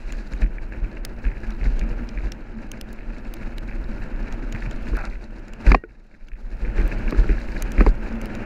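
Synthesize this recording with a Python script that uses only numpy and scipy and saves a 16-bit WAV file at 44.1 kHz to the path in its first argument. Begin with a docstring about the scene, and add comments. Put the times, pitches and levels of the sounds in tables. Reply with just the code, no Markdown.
"""Mountain bike on a dirt trail

A fast run, a jump and a wooden ramp, heard from a camera on the rider. Wind buffets the microphone,
knobbly tyres roar and throw grit, chain and cables chatter, stones ping off the frame. Bumps shake the
camera mount, boom in the tyres, slap the chain and thump in the hollow frame. The bike lands with a
hard clunk, and the rolling noise dips for a second."""
import sys
import numpy as np
from scipy import signal
from scipy.fft import rfft, irfft, next_fast_len
from scipy.io import wavfile
from scipy.ndimage import uniform_filter1d

SR = 44100
rng = np.random.default_rng(int(sys.argv[2]) if len(sys.argv) > 2 else 0)


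def generate_wav(sig):
    """Save sig (samples, or channels by samples) to the path in sys.argv[1] as 16-bit PCM at SR."""
    pcm = np.round(np.clip(np.atleast_2d(sig).T, -1, 1) * 32767).astype(np.int16)
    wavfile.write(sys.argv[1], SR, pcm)


N = 372644
TIME = np.arange(N) / SR
LANDING_S = 5.748
JOLT_POWER = 1.35  # hard bumps count for more

# trail surface: t/s, tyre roar/dB, loose dirt/dB
TRAIL = [(0.0, -43, -57.5), (0.36, -42, -63.5), (0.5, -43.5, -69), (0.87, -39.5, -65.5),
         (1.25, -41.5, -68.5), (1.68, -39.5, -58), (1.89, -36.5, -63.5), (2.18, -39.5, -63.5),
         (2.56, -42.5, -68), (3.1, -41.5, -64.5), (3.85, -39.5, -64), (4.13, -37, -63),
         (4.43, -37.5, -62.5), (4.85, -37.5, -57.5), (5.24, -46, -68), (5.6, -40.5, -64), (6.2, -39, -57),
         (6.68, -33.5, -56.5), (6.928, -33.5, -58), (7.51, -38, -59), (7.686, -32.5, -54.5),
         (7.974, -36, -62), (8.45, -31, -58.5)]
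# bumps in the trail: t/s, strength/dB
BUMPS = [(0.322, -17.5), (0.414, -9), (0.815, -16), (1.246, -11.5), (1.607, -14), (1.655, -11),
         (1.711, -15), (1.81, -14), (2.165, -20), (2.235, -15), (3.834, -21.5), (4.912, -13), (5.664, -2.5),
         (5.703, -4), (6.619, -16.5), (6.67, -15), (6.777, -12.5), (6.829, -12.5), (7.045, -16),
         (7.175, -5), (7.287, -8), (7.778, -4), (7.862, -6)]
# spectrum of thrown sand: f/Hz, level/dB
SAND_SPECTRUM = [(1000, 9), (2600, -30), (3250, -1), (3900, 13.5), (4700, 10.5), (5800, 5.5), (7100, 3.5),
                 (8800, -7.5), (11000, -7), (13000, -26), (16000, -27)]


def gain_of(db):
    """Decibels to amplitude."""
    return 10 ** (np.asarray(db) / 20)


def unit_rms(x):
    """Scales to rms 1."""
    return x / np.sqrt(np.mean(x ** 2) + 1e-20)


def strike(x, db):
    """Scales a short sound to the energy of a 4 ms blow at the given level."""
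    return gain_of(db) * x / np.sqrt(np.sum(x ** 2) / (0.004 * SR))


def add(mix, start_s, sound):
    """Mixes a sound in at start_s."""
    part = mix[max(round(start_s * SR), 0):][:len(sound)]
    part += sound[:len(part)]


def level(table, column):
    """Gain over time along one dB column."""
    rows = np.array(table)
    return gain_of(np.interp(TIME, rows[:, 0], rows[:, column]))


def envelope(start_s, rise_s, hold_s, fall_s):
    """Trapezoid from 0 to 1 and back."""
    rising = (TIME - start_s) / rise_s
    falling = 1 - (TIME - start_s - rise_s - hold_s) / fall_s
    return np.clip(np.minimum(rising, falling), 0, 1)


def band(x, lo_hz, hi_hz, order=3):
    """Causal band-pass."""
    sos = signal.butter(order, [lo_hz, min(hi_hz, SR / 2 - 1)], "band", fs=SR, output="sos")
    return signal.sosfilt(sos, x)


def colour(x, spectrum, size=4096):
    """Minimum-phase filter with the given spectrum; output rms 1."""
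    hz, db = np.transpose(spectrum)
    bin_hz = abs(np.fft.fftfreq(size, 1 / SR))
    log_gain = np.log(gain_of(np.interp(np.log(bin_hz + 1), np.log(hz), db)))
    response = np.fft.ifft(np.exp(np.conj(signal.hilbert(log_gain)))).real
    return unit_rms(signal.oaconvolve(x, response[:size // 2])[:len(x)])


def wander(rate_hz):
    """Random drift up to about rate_hz; rms 1."""
    size = next_fast_len(N, real=True)
    lowpass = np.exp(-(np.fft.rfftfreq(size, 1 / SR) / rate_hz) ** 2)
    return unit_rms(irfft(rfft(rng.standard_normal(size)) * lowpass, size)[:N])


def impacts(per_s, spread_db, cap):
    """Random tiny impacts; sizes span cap times spread_db."""
    size = gain_of(spread_db * np.minimum(rng.exponential(1, N), cap))
    return unit_rms(size * rng.choice([-1, 1], N) * (rng.random(N) < per_s / SR))


def burst(decay_s, rise_s=0.00047):
    """Contact noise that builds up and dies away."""
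    t = np.arange(SR // 10) / SR
    return rng.standard_normal(len(t)) * np.exp(-t / decay_s) * (1 - np.exp(-t / rise_s))


def ring(hz, decay_s):
    """A struck part rings briefly on the given pitches, in random phase."""
    t = np.arange(SR // 25) / SR
    hz = np.array(hz)[:, None]
    modes = np.sin(2 * np.pi * (hz * t + rng.random(hz.shape)))
    return modes.sum(0) * np.sqrt(t) * np.exp(-t / decay_s)


def grains(per_s, lo_hz, hi_hz, ring_s, spread_db, modes=18):
    """Random small contacts, each a dry ring on its own pitches."""
    out = np.zeros(N)
    for when, size, *pitches in rng.random((round(per_s * N / SR), modes + 2)):
        hz = lo_hz * (hi_hz / lo_hz) ** np.array(pitches)
        add(out, when * N / SR, gain_of(spread_db * size ** 3) * ring(hz, ring_s))
    return unit_rms(out)


def landing_dip(depth_db=-17):
    """Gain that drops after the landing, stays low and returns."""
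    return gain_of(depth_db * envelope(LANDING_S, rise_s=0.054, hold_s=0.52, fall_s=0.45))


def tyre_load(lag_s=0.0068, decay_s=0.028):
    """Each bump presses the tyres down in one short swell."""
    out, t = np.zeros(N), np.arange(-SR // 8, SR // 8) / SR
    for s, db in BUMPS:
        add(out, s + lag_s + t[0], gain_of(JOLT_POWER * db) * np.exp(-np.abs(t) / decay_s))
    return out


def wind(gain_db=1.0, gusts_db=1.5):
    """Eddies buffet the microphone with a deep, gusty flutter."""
    # eddy spectrum: f/Hz, level/dB
    spectrum = [(12, -5), (24, 4.5), (38, 5.5), (54, -6), (68, -33), (110, -24.5), (200, -27), (500, -72)]
    # airstream at the microphone: t/s, level/dB
    airstream = [(0.0, -30.5), (1.2, -32), (1.84, -26), (2.52, -37), (3.69, -29), (5.11, -29), (5.3, -36),
                 (6.1, -47), (6.4, -33.5), (6.71, -26.5), (7.9, -26.5), (8.45, -33.5)]
    eddies = colour(rng.standard_normal(N), spectrum, size=16384)
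    swell = np.sqrt(uniform_filter1d(eddies ** 2, SR // 8) + 1e-9)
    gusts = gain_of(gain_db + gusts_db * wander(27.0))
    return gusts * level(airstream, 1) * unit_rms(eddies / np.sqrt(swell))


def grit(ground, load, gain_db=1.5, load_db=-42, bumpy_db=3.0):
    """Sand hisses under the tread; coarser grains crackle."""
    crackle = gain_of(-7) * grains(per_s=90, lo_hz=2600, hi_hz=15000, ring_s=0.0009, spread_db=14)
    sand = rng.standard_normal(N) + crackle
    spray = np.hypot(gain_of(gain_db) * level(TRAIL, 2), gain_of(load_db) * load)
    return spray * colour(sand * gain_of(bumpy_db * ground), SAND_SPECTRUM)


def stone_hit(crack_db, snap_db, spot_db=3):
    """A dry crack with a bright snap; each spot hit has its own colour."""
    # crack spectrum: f/Hz, level/dB
    spectrum = [(900, 0.5), (1800, 4), (2700, 9), (3300, 2), (7000, -6.5), (16000, -52)]
    hz, db = np.transpose(spectrum)
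    spot = np.transpose([hz, db + spot_db * rng.standard_normal(len(hz))])
    snap = band(burst(0.001, 0.001), 5800, 14000, order=2)
    crack = colour(burst(0.0015, 0.0008), spot)
    return strike(crack, crack_db) + strike(snap, snap_db)


def pebbles(clumps_per_s=5, clump_s=0.012, per_clump=3):
    """The tread spits clumps of small stones, harder on looser dirt."""
    out = np.zeros(N)
    for when in rng.random(round(clumps_per_s * N / SR)):
        for _ in range(per_clump):
            add(out, when * N / SR + clump_s * rng.random(), stone_hit(crack_db=4, snap_db=-10))
    return level(TRAIL, 2) * out


def chatter(ground, load, gain_db=8.0, load_db=-35, roar_power=0.62, dirt_power=0.55, bumpy_db=1.0):
    """Chain and cables jiggle, more on rough, loose trail; links tick on each rise."""
    # chain and cable spectrum: f/Hz, level/dB
    spectrum = [(600, -36), (1150, -6), (1680, 7), (1950, -4), (2300, 2.5), (2700, 0), (3400, -15.5),
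                (7000, -64)]
    ticks = grains(per_s=60, lo_hz=1500, hi_hz=2750, ring_s=0.0015, spread_db=7)
    links = gain_of(-7) * np.clip(ground, 0, 1) * ticks
    jiggle = landing_dip() ** 0.23 * impacts(per_s=3000, spread_db=1.1, cap=0.86)
    roughness = level(TRAIL, 1) ** roar_power * level(TRAIL, 2) ** dirt_power
    shaking = np.hypot(gain_of(gain_db) * roughness, gain_of(load_db) * load)
    return shaking * gain_of(bumpy_db * ground) * colour(jiggle + links, spectrum)


def tyres(ground, load, gain_db=1.0, load_db=-23, bumpy_db=1.5,
          cavity_hz=223, hum_db=-14, waver=0.0506, sing_s=0.033):
    """Knobs patter on dirt; the air ring in the tyre hums, and sings on hard ground."""
    # tread spectrum: f/Hz, level/dB
    spectrum = [(50, -9), (110, 0), (165, -11), (223, 2.5), (280, -6), (335, -3), (410, -11.5),
                (580, -10.5), (730, -17), (900, -16), (1100, -23.5), (1450, -17), (2700, -29.5),
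                (3300, -69.5)]
    # singing on hard patches: t/s, level/dB
    hard_patches = [(1.51, -34), (1.85, -34.5), (2.02, -35), (2.57, -32), (4.25, -40.5), (8.15, -28)]
    knobs = impacts(per_s=2500, spread_db=0.59, cap=2.3)
    patter = colour(knobs * gain_of(bumpy_db * ground), spectrum)
    cavity = np.sin(2 * np.pi * np.cumsum(cavity_hz * (1 + waver * wander(14.78))) / SR)
    hum = unit_rms(cavity * gain_of(1.6 * wander(1.1)))
    singing = sum(gain_of(db) * np.exp(-((TIME - s) / sing_s) ** 2) for s, db in hard_patches)
    roar = np.hypot(gain_of(gain_db) * level(TRAIL, 1), gain_of(load_db) * load)
    return roar * (patter + gain_of(hum_db) * hum) + singing * cavity


def tyre_scrubs(judder_db=3, spray_db=-19, rise_s=0.0014, fall_s=0.025):
    """Rubber judders over packed dirt and throws up sand."""
    # slips in the turn and on the lip of the jump: t/s, hold/s, level/dB
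    slips = [(1.488, 0.026, -43.5), (4.971, 0.036, -33.5), (5.033, 0.02, -36), (5.071, 0.0046, -41.5)]
    # slipping rubber spectrum: f/Hz, level/dB
    spectrum = [(300, -14), (600, 7.5), (900, 4), (1100, 0), (1420, 11), (1850, -1), (2600, 2), (3300, -80)]
    slipping = sum(gain_of(db) * envelope(s, rise_s, hold_s, fall_s) for s, hold_s, db in slips)
    judder = impacts(per_s=1650, spread_db=3.4, cap=0.6) * gain_of(judder_db * wander(52))
    sand = colour(impacts(per_s=4500, spread_db=8.0, cap=7.3), SAND_SPECTRUM)
    return slipping * (colour(judder, spectrum) + gain_of(spray_db) * sand)


def stones(crack_gain_db=-11, ping_gain_db=4, ping_power=1.713, ring_s=0.0006):
    """Larger stones crack against the frame; harder hits ping more."""
    # stone hits: t/s, crack/dB, snap/dB, ring f/Hz
    hits = [(0.123, -27, -54, 6950), (0.335, -32.5, -68, 6800), (1.05, -22, -35, 5070),
            (1.505, -33.5, -59, 5800), (1.7932, -29, -56, 6700), (2.09, -30.5, -75, 5000),
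            (2.3199, -24.5, -51, 5500), (2.716, -26, -42, 6340), (2.8118, -26, -42, 5000),
            (2.929, -44, -49.5, 10600), (3.3384, -29, -41.5, 4900), (3.582, -28, -51, 3920),
            (4.3249, -32.5, -59, 6760), (4.5246, -27, -54, 6800), (4.711, -30.5, -61, 6900),
            (4.9684, -31.5, -49, 4400), (5.482, -35.5, -67, 6940), (5.5348, -31.5, -59, 7190),
            (6.285, -38.5, -70, 3320), (6.877, -40, -48, 8100), (7.1076, -30, -49, 4070),
            (7.6232, -21.5, -34, 6320), (7.719, -29, -45.5, 5960), (8.215, -30.5, -47, 6100),
            (8.257, -31.5, -48, 5000), (8.3507, -29, -57, 3860)]
    out = np.zeros(N)
    for s, crack_db, snap_db, hz in hits:
        add(out, s, stone_hit(crack_db + crack_gain_db, snap_db))
        add(out, s, strike(ring([hz], ring_s), ping_power * crack_db + ping_gain_db))
    return out


def chain_slaps(gain_db=1, ring_s=0.0017, gap_s=0.014, lo_hz=1500, hi_hz=2600, clacks=4, modes=4):
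    """The chain clacks on its stay and rebounds, mostly weaker each time."""
    # slaps: t/s, level/dB, change per rebound/dB
    slaps = [(0.42, -34.5, -3), (0.583, -36.5, -27), (1.2514, -35, -3.5), (1.315, -41, -7),
             (1.484, -55, -12), (1.612, -39.5, -0.5), (1.813, -34.5, -6.5), (2.175, -35.5, -5),
             (2.988, -42.5, -3), (3.2533, -45, -16), (3.695, -42, 0), (4.5488, -35, -4),
             (4.623, -35.5, -18), (5.1108, -45, 0.5), (5.666, -27, -4), (5.839, -47, -19), (6.14, -57, -7),
             (6.317, -46, -3.5), (6.65, -39.5, -2), (6.781, -34.5, -1.5), (7.2913, -33.5, -2),
             (7.7809, -28.5, -2)]
    out = np.zeros(N)
    for s, db, rebound_db in slaps:
        for k in range(clacks):
            hz = lo_hz + (hi_hz - lo_hz) * (np.arange(modes) + rng.random(modes)) / modes
            add(out, s, strike(ring(hz, ring_s), db + gain_db + k * rebound_db))
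            s += gap_s * (0.5 + rng.random())
    return out


def tyre_booms(width_s=0.013, lo_hz=75, hi_hz=140):
    """Tyre casings boom as they are squashed into hollows."""
    # hollows: t/s, level/dB
    hollows = [(0.43, -34), (1.65, -38), (4.55, -28.5), (4.68, -29.5), (4.929, -28.5), (5.699, -21)]
    swell = sum(gain_of(db) * np.exp(-((TIME - s) / width_s) ** 2) for s, db in hollows)
    return swell * unit_rms(band(rng.standard_normal(N), lo_hz, hi_hz, order=2))


def frame_thumps(detune=0.083, rise_s=0.00074, upper_hz=1000):
    """The hollow frame rings, differently each time; hard contact wakes its upper modes."""
    # frame modes: f/Hz, level/dB, t60/s
    frame_modes = [(328, 2, 0.058), (450, -0.5, 0.074), (1406, 2.5, 0.034), (1540, 8, 0.017)]
    # jolts to the frame: t/s, level/dB, contact hardness/dB
    jolts = [(4.933, -26, -11), (5.8375, -28.5, -6), (6.647, -32, -12.5), (6.783, -26, -7),
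             (6.807, -30, -20), (7.147, -26, -8), (7.242, -27, -11), (7.293, -21, -16), (7.807, -13, -5.5)]
    out, t = np.zeros(N), np.arange(SR // 6) / SR
    hz, db, t60_s = np.transpose(frame_modes)[:, :, None]
    for s, level_db, hardness_db in jolts:
        pitch_hz = hz * (1 + detune * rng.standard_normal(hz.shape))
        decay = gain_of(db + hardness_db * (hz > upper_hz) - 60 * t / t60_s)
        modes = decay * np.sin(2 * np.pi * (pitch_hz * t + rng.random(hz.shape)))
        add(out, s, strike(modes.sum(0) * (1 - np.exp(-t / rise_s)), level_db))
    return out


def bumps(mount_hz=40, swell_s=0.021, shudder_db=-14, thud_db=-17, lag_s=0.0046):
    """Each bump swings the camera on its mount, with a low shudder and a tyre thud."""
    out, t = np.zeros(N), np.arange(SR // 3) / SR
    swing = -np.sin(2 * np.pi * mount_hz * t) * (t / swell_s * np.exp(1 - t / swell_s)) ** 2
    for s, db in BUMPS:
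        shudder = band(burst(0.028, 0.03), 57, 227, order=2)
        thud = band(burst(0.016, 0.0035), 200, 400)
        add(out, s, gain_of(db) * swing)
        add(out, s, strike(shudder, db + shudder_db))
        add(out, s + lag_s, strike(thud, JOLT_POWER * db + thud_db))
    return out


def blows(thud_gain_db=6, knock_gain_db=4, clash_gain_db=-1, bright_gain_db=-19, ring_gain_db=3):
    """Tyre thuds, frame knocks, metal parts clash; the landing leaves one part ringing."""
    # blows that reach the frame: t/s, clash/dB, thud/dB, knock/dB, knock f/Hz
    hits = [(5.7163, -13.5, -19, -21, 1040), (5.7449, -15, -19.5, -12, 870),
            (7.1229, -32.5, -23.5, -33.5, 850), (7.8056, -24, -15.5, -28.5, 1340),
            (7.863, -29, -17, -23, 910)]
    # modes of a metal part such as a brake disc: f/Hz, level/dB, t60/s
    metal_modes = [(1880, -46, 0.3), (2772, -45, 0.11)]
    out, t = np.zeros(N), np.arange(SR // 2) / SR
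    for s, clash_db, thud_db, knock_db, knock_hz in hits:
        thud = band(burst(0.0069, 0.0019), 163, 425)
        knock = band(burst(0.0012), 0.76 * knock_hz, 1.3 * knock_hz)
        clash = band(burst(0.0025, 0.001), 1650, 2620, order=5)
        bright = band(burst(0.0026), 4000, 4960, order=2)
        add(out, s, strike(thud, thud_db + thud_gain_db))
        add(out, s, strike(knock, knock_db + knock_gain_db))
        add(out, s, strike(clash, clash_db + clash_gain_db))
        add(out, s, strike(bright, clash_db + bright_gain_db))
    for hz, db, t60_s in metal_modes:
        add(out, LANDING_S, gain_of(db + ring_gain_db - 60 * t / t60_s) * np.sin(2 * np.pi * hz * t))
    return out


def scene():
    """Wind, trail and bike at one microphone."""
    ground, load = wander(26), tyre_load()  # uneven ground drives tyres, chain and grit together
    rolling = tyres(ground, load) + chatter(ground, load) + grit(ground, load) + pebbles()
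    mix = wind() + landing_dip() * rolling + tyre_scrubs()
    mix += bumps() + tyre_booms() + blows() + frame_thumps() + chain_slaps() + stones()
    return mix[None]


def record(dry, knee_order=8, cutoff_hz=15900):
    """Soft overload on the peaks, then a low-pass."""
    limited = dry / (1 + dry ** knee_order) ** (1 / knee_order)
    lowpass = signal.firwin(511, cutoff_hz, window=("kaiser", 9), fs=SR)
    return signal.oaconvolve(limited, lowpass[None], "same")


dry = scene()
out = record(dry)
generate_wav(out)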